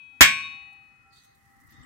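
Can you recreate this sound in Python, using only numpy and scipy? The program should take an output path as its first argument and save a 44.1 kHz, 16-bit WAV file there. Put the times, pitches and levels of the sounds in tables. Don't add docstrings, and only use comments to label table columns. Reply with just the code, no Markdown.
import sys
import numpy as np
from scipy import signal
from scipy.fft import rfft, irfft, next_fast_len
from scipy.io import wavfile

SR = 44100
rng = np.random.default_rng(int(sys.argv[2]) if len(sys.argv) > 2 else 0)


def nominal_scale(level):
    x = np.asarray(level, float) / 20
    return 10 ** x


def master_out(mix):
    frames = np.transpose(np.atleast_2d(mix))
    ceiling = np.clip(frames, -1, 1)
    pcm = np.round(ceiling * 32767).astype(np.int16)
    wavfile.write(sys.argv[1], SR, pcm)


N = 81585

BLOW_S, BLOW_DB = .2078, -0.98
CRUSH_S = .012
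CRACK_DB = -5.5
YARD_DB, YARD_STRETCH = -23.5, 3.7
MODE_GAP_HZ, MODE_FROM_HZ, MODE_SHARE = 70, 2800, .4
SNAP_DB, SNAP_S, SNAP_HZ = -8.5, .004, 5500
TWIN_SHARE, TWIN_RISE_S, TWIN_FADE_S = .9, .03, .12
AIR_DB, RUSTLE_DB = -68.5, 1.34
HUM_HZ, HUM_WIDTH_HZ = 792, 5
RUMBLE_LEFT_DB = 8
CLIP = 1.0

# pitch_hz, level_db, ring_s, left_db
EARLIER_RING = [(942, -75, 5, 2), (1098, -72, 1.2, 3), (1470, -82, 5, 0), (2535, -47, 1.7, 17),
                (2875, -66, .8, 3), (3278, -67, 1.8, 11), (3742, -71, 1.6, 13), (4243, -74, 1.4, -9)]
# pitch_hz, level_db
AIR_TONE = [(15, -34), (25, -9.5), (133, 1), (651, -22), (807, -1), (875, -15.5), (1960, -14.5),
            (2700, -20.5), (3200, -26.5), (4000, -21.5), (15600, -29)]
# pitch_hz, left_db
AIR_LEFT = [(60, 17.5), (300, -6), (1000, -3), (4000, -0.4), (12000, 3)]
# pitch_hz, likeness (1 = same, -1 = opposite)
AIR_ALIKE = [(60, 0.78), (240, 0.98), (950, 1), (3770, -0.03), (15000, -0.052)]
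# time_s, level_db
RUMBLE_SWELL = [(0.0, -85), (0.154, -87), (0.291, -57.5), (0.694, -74.5), (0.906, -76.5), (1.308, -81.5),
                (1.508, -74.5), (1.741, -64), (1.79, -58), (1.85, -59)]
# pitch_hz, width_hz, level_db
RUMBLE_NOTES = [(66.3, 87, -1.5), (131, 21, -2.5), (246, 82, -4.5)]
# time_s, level_db
CROW_SWELL = [
    (0, -106),
    (.15, -78.5),
    (0.599, -66),
    (1.0, -73),
    (1.4, -71.5),
    (1.6, -66.5),
    (1.85, -58),
]
# pitch_hz, width_hz, level_db
CROW_THROAT = [(1250, 210, -4.5), (1310, 29, -11.5), (1830, 250, -2.5), (1943, 45, -1), (2047, 45, -6.5),
               (1056, 240, -11.5)]
# time_s, level_db
HUM_SWELL = [(0, -103), (0.088, -94), (.14, -71.5), (0.75, -65), (.96, -70.5), (1.02, -86), (1.08, -66.5),
             (1.179, -72), (1.22, -78), (1.27, -63.5), (1.42, -72.5), (1.58, -65.5), (1.672, -80.5),
             (1.8, -70)]
# time_s, level_db
CALL_SWELL = [
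    (0, -110),
    (0.859, -100),
    (0.919, -73),
    (1.05, -70),
    (1.18, -75),
    (1.3, -78),
    (1.36, -100),
    (1.85, -110),
]
# pitch_hz, width_hz, level_db
CALL_NOTES = [(1346, 9.7, 1.45), (1437, 14, -4.5)]
# time_s, level_db
DRONE_SWELL = [(0, -80), (0.088, -87.5), (.13, -70), (.2, -71), (.45, -68.5), (.6, -81), (1.85, -93.5)]
# pitch_hz, width_hz, level_db
DRONE_NOTES = [(252, 33, 1.35), (1380, 15, -4)]
TUBE_HZ = [1536, 1675, 2217, 2383, 2408, 2536, 2541, 2693, 2877, 3276, 3499, 4244, 4350]
# level_db, ring_s, left_db
TUBE_RING = [(-20.5, .42, 5.5), (-14, .3, -0.5), (-14, 0.47, -1.5), (-17, 0.6, 7.5), (-16.5, 0.24, 3),
             (-26.5, 1.378, 12.5), (-26.5, 0.31, -9), (-24, 0.49, -1.16), (-33, 1.0, -2), (-21.5, 0.29, -3),
             (-28.5, .42, -5), (-38, 1.0, -7.5), (-33, 0.49, -0.8)]
# pitch_hz, level_db, ring_s, beat_hz, silent_moment_s, gain_when_freed_db
TWINS = [(1100, -24, .66, 14.3, .43, 0), (3742, -29, .66, 11.5, .412, 10)]
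# pitch_hz, level_db, ring_s, left_db
SHELL = [(286, -33, .4, 3), (867, -33, .25, 4), (1149, -25, .26, 2.5), (1430, -22, .17, .5),
         (1785, -19, .2, 0), (1857, -14, .25, -3), (1940, -15, .22, -2), (2035, -21, .22, 0),
         (2133, -15.5, .3, 1.5), (2273, -14, .24, 1.5), (3058, -25, .23, 0), (3783, -22, .3, 0)]
# pitch_hz, level_db (per Hz)
CRACK_TONE = [(60, -30.5), (130, -21.5), (400, -27.5), (950, -13), (1920, -3), (7000, -16.5), (10000, -26),
              (14500, -19)]
# pitch_hz, ring_s
CRACK_RING = [(50, 0.25), (300, 0.085), (700, .09), (1200, 0.13), (2500, 0.25), (5000, 0.15), (8500, 0.16),
              (10200, 0.06), (12000, 0.097), (15000, 0.1)]
# pitch_hz, left_db
CRACK_LEFT = [(60, 12.5), (250, 6), (500, 7), (2000, 0.5), (8000, 2), (14000, -12)]
# pitch_hz, likeness (1 = same, -1 = opposite)
CRACK_ALIKE = [(40, 0.315), (120, -0.11), (300, 0.98), (1000, 0.046), (4000, -0.58), (14000, 1)]
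# pitch_hz, level_db, ring_s, left_db
KNOCK = [(1000, -14, .025, -2), (1750, -2, .022, 0), (6900, -11, .03, 0)]
# pitch_hz, level_db, ring_s, left_db
LINGER = [(576, -31, .2, -8), (676, -39, .42, -9), (5813, -28, .48, 0)]
# pitch_hz, level_db, ring_s, left_db
THUD = [(58, -14, .075, 1), (275, -14, .05, 8), (480, -24, .04, -6), (670, -17, .05, -9),
        (890, -19, .05, 5)]
# pitch_hz, level_db, ring_s, left_db
PUFF = [(71, -17, 0.034, 0.5), (110, -9.5, 0.059, 1.5)]
# pitch_hz, level_db, ring_s, left_db
BRIGHT = [(3900, -29, .4, 0), (5000, -24, .26, -3.5), (5577, -25.5, .17, -0.5), (6180, -25, .22, 3),
          (6620, -18.5, .12, 1), (7140, -20, .18, -2), (7260, -19.5, .16, 2.5), (8040, -21.5, 0.33, -4),
          (8570, -24, .15, -2.5), (8940, -27, .17, 0), (10600, -32, .15, -5.5), (12500, -30, .12, -7),
          (14348, -24, 0.11, -10)]
# pitch_hz, level_db, ring_s, left_db
GROUND = [(150, -40.5, .5, 3), (215, -39, 0.51, -3), (254, -38.5, 0.29, -4), (775, -33, .22, 2),
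          (820, -36, 0.31, 4), (959, -32, 0.2, -2), (1015, -32, .3, -1.5)]
# start_s, length_s, level_db, centre_hz, width_octaves (to each side)
RUSTLE = [(.726, 0.015, -71.5, 8000, 0.3), (1.105, 0.045, -71.5, 4530, 0.11), (1.115, 0.12, -66, 4460, .03),
          (1.115, .2, -70.5, 10040, 1), (1.12, 0.19, -71, 7190, .5), (1.125, 0.095, -68.5, 4156, .15),
          (1.15, 0.071, -72, 3790, 0.039), (1.16, 0.142, -66, 4095, 0.16), (1.18, .18, -75, 6380, 0.035),
          (1.235, 0.035, -71, 8986, 0.91), (1.25, 0.98, -74, 9320, 0.98), (1.26, 0.15, -73.5, 4170, 0.16),
          (1.345, .03, -76, 10900, .8), (1.6, .025, -74, 11000, .8), (1.67, .02, -70, 10950, 0.79),
          (1.685, 0.088, -65.5, 4813, 0.86), (1.7, 0.034, -62, 12490, .5), (1.72, 0.16, -71.5, 3700, 0.066),
          (1.748, 0.19, -69.5, 4640, .6), (1.825, .03, -66, 7580, .15), (1.828, 0.0298, -69, 3050, 0.05)]


def rms_one(x):
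    return x / np.sqrt(np.mean(x ** 2) + 1e-20)


def in_time(rows):
    s, db = np.transpose(rows)
    return np.interp(np.arange(N) / SR, s, db)


def at_hz(points, hz):
    table = np.array(points)
    return np.interp(np.log(hz), np.log(table[:, 0]), table[:, 1])


def pan(left_db):
    return nominal_scale(np.array([[.5], [-.5]]) * left_db)


def stereo(pair, alike):
    alike = np.clip(alike, -.95, .95)
    return np.sqrt(1 + alike) * pair[0] + np.sqrt(1 - alike) * pair[1] * [[1], [-1]]


def drift(rate_hz):
    r = np.exp(-80 * np.pi * rate_hz / SR)
    noise = rng.standard_normal(N // 40 + 2002)
    slow = signal.lfilter([1], [1, -2 * r, r * r], noise)[2000:]
    return np.interp(np.arange(N) / 40, np.arange(len(slow)), rms_one(slow))


def narrow(hz, width_hz):
    r = np.exp(-np.pi * width_hz / SR)
    top, bottom = [1, 0, -1], [1, -2 * r * np.cos(2 * np.pi * hz / SR), r * r]
    noise = rng.standard_normal((2, N + SR))
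    once = signal.lfilter(top, bottom, noise)
    return rms_one(signal.lfilter(top, bottom, once)[:, SR:])


def band_pass(x, low_hz, high_hz):
    return signal.sosfilt(signal.butter(2, [low_hz, high_hz], "band", fs=SR, output="sos"), x)


def bands(octaves, white):
    edges = 25 * 2 ** np.arange(0, 9.5, octaves)
    for k, (low, high) in enumerate(zip(edges, edges[1:])):
        yield np.sqrt(low * high), band_pass(white[k % 2], low, high)


def strike(modes, start_s, rise_s, spread):
    out, start = np.zeros((2, N)), max(int(start_s * SR), 0)
    draws = rng.uniform(-0.96, 1, (len(modes), 2))
    for (hz, db, ring_s, left_db), (p, q) in zip(modes, draws):
        stop = min(N, start + int(2 * ring_s * SR))
        t = np.maximum(np.arange(start, stop) / SR - start_s, 0)
        swell_in = 1 - np.exp(-t / rise_s)
        phase = np.pi * p + spread * q * np.array([[.5], [-.5]])
        level = nominal_scale(db - 60 * t / ring_s) * pan(left_db) * swell_in
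        out[:, start:stop] += level * np.sin(2 * np.pi * hz * t + phase)
    return out


def earlier_ring():
    return strike(EARLIER_RING, -.05, .001, spread=.8) * (np.arange(N) < BLOW_S * SR)


def air():
    out = 0
    for hz, noise in bands(.5, rng.standard_normal((2, 2, N))):
        level = nominal_scale(at_hz(AIR_TONE, hz) + 0.98 * drift(10))
        out = out + level * pan(at_hz(AIR_LEFT, hz)) * stereo(noise, at_hz(AIR_ALIKE, hz))
    return nominal_scale(AIR_DB) * rms_one(out)


def far(notes, swell, flutter_db, left_db):
    out = 0
    for hz, width_hz, db in notes:
        out = out + nominal_scale(db + flutter_db * drift(28)) * narrow(hz, width_hz)
    return nominal_scale(in_time(swell)) * pan(left_db) * out


def hum():
    flutter, tone = nominal_scale(1.5 * drift(28)), narrow(HUM_HZ, HUM_WIDTH_HZ)
    strength = np.abs(signal.hilbert(tone, next_fast_len(N))[:, :N])
    return nominal_scale(in_time(HUM_SWELL) + 3) * flutter * tone / strength


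def distant():
    out = far(RUMBLE_NOTES, RUMBLE_SWELL, 3.5, RUMBLE_LEFT_DB)
    out = out + far(CROW_THROAT, CROW_SWELL, 0.8, .1) + hum()
    return out + far(CALL_NOTES, CALL_SWELL, 2.5, .1) + far(DRONE_NOTES, DRONE_SWELL, 2.5, .1)


def twins():
    t, out = np.arange(N) / SR, 0
    since = np.maximum(t - BLOW_S, 0)
    for hz, db, ring_s, beat_hz, free_s, freed_db in TWINS:
        late = t - free_s
        share = TWIN_SHARE * np.exp(np.where(late > 0, -late / TWIN_FADE_S, late / TWIN_RISE_S))
        freed = freed_db * np.clip(late / TWIN_RISE_S, 0, 1)
        level = nominal_scale(db - 60 * since / ring_s + freed) * (t > BLOW_S)
        first, second = np.sin(2 * np.pi * hz * late), np.sin(2 * np.pi * (hz + beat_hz) * late)
        out = out + level * (first - share * second)
    return out


def ringing():
    tube = [(hz, *rest) for hz, rest in zip(TUBE_HZ, TUBE_RING)]
    long_notes = strike(tube, BLOW_S, 0.0056, spread=1.0) + twins()
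    return nominal_scale(BLOW_DB) * (long_notes + strike(SHELL, BLOW_S, 0.003, spread=3.4))


def wall_modes():
    hz = np.arange(N // 2 + 1) * SR / N
    line = (rng.random(len(hz)) < SR / N / MODE_GAP_HZ) * np.sqrt(MODE_GAP_HZ * N / SR)
    share = MODE_SHARE * (hz > MODE_FROM_HZ)
    noise = rfft(rng.standard_normal((2, 2, N)))
    return irfft(noise * (np.sqrt(share) * line + np.sqrt(1 - share)), N)


def crack():
    t = np.arange(N) / SR - BLOW_S
    after, out = np.maximum(t - CRUSH_S, 0), 0
    for hz, noise in bands(.4, wall_modes()):
        fall_db = -60 * after / at_hz(CRACK_RING, hz)
        fall = nominal_scale(fall_db) + nominal_scale(YARD_DB + fall_db / YARD_STRETCH)
        level = nominal_scale(at_hz(CRACK_TONE, hz)) * pan(at_hz(CRACK_LEFT, hz))
        out = out + level * stereo(noise, at_hz(CRACK_ALIKE, hz)) * fall
    start = int(BLOW_S * SR)
    onset = np.clip(t / .0006, 0, 1)
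    return nominal_scale(CRACK_DB) * out * onset / np.std(out[:, start:start + 900])


def contact():
    knock = strike(KNOCK, BLOW_S, .0001, spread=.3) + strike(LINGER, BLOW_S, .001, spread=2.5)
    return knock + strike(THUD, BLOW_S, 0.00049, spread=1.5)


def puff():
    return strike(PUFF, BLOW_S, 0.00079, spread=0.56) * [[1], [-1]]


def bright_walls():
    return strike(BRIGHT, BLOW_S, 0.00046, spread=5.0)


def snap():
    t = np.arange(N) / SR - BLOW_S
    treble = signal.butter(2, SNAP_HZ, "high", fs=SR, output="sos")
    bright = signal.sosfilt(treble, rng.standard_normal((2, N)))
    return nominal_scale(SNAP_DB) * pan(-5.0) * bright * (t > 0) * np.exp(-np.maximum(t, 0) / SNAP_S)


def ground():
    return strike(GROUND, BLOW_S, 0.0027, spread=3.0)


def rustle():
    out, t = 0, np.arange(N) / SR
    grain = rng.standard_normal((2, N)) * nominal_scale(1.5 * drift(70))
    for start_s, length_s, db, hz, octaves in RUSTLE:
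        brush = band_pass(grain, hz * 2 ** -octaves, min(hz * 2 ** octaves, .45 * SR))
        progress = np.clip((t - start_s) / length_s, 0, 1)
        out = out + nominal_scale(db) * np.sin(np.pi * progress ** 0.62) * rms_one(brush)
    return nominal_scale(RUSTLE_DB) * out * pan(-1.92)


def scene():
    blow = ringing() + crack()
    background = distant() + earlier_ring()
    blow = blow + contact() + puff() + bright_walls()
    background = background + air()
    hand = rustle()
    blow = blow + snap() + ground()
    return blow + background + hand


def top_cut(x):
    return signal.sosfilt(signal.butter(12, 15770, fs=SR, output="sos"), x)


def record(dry):
    thin = signal.sosfilt(signal.butter(2, 40.0, "high", fs=SR, output="sos"), dry)
    clipped = thin / (1 + np.abs(thin / CLIP) ** 8) ** (1 / 8)
    return top_cut(clipped)


dry = scene()
out = record(dry)
master_out(out)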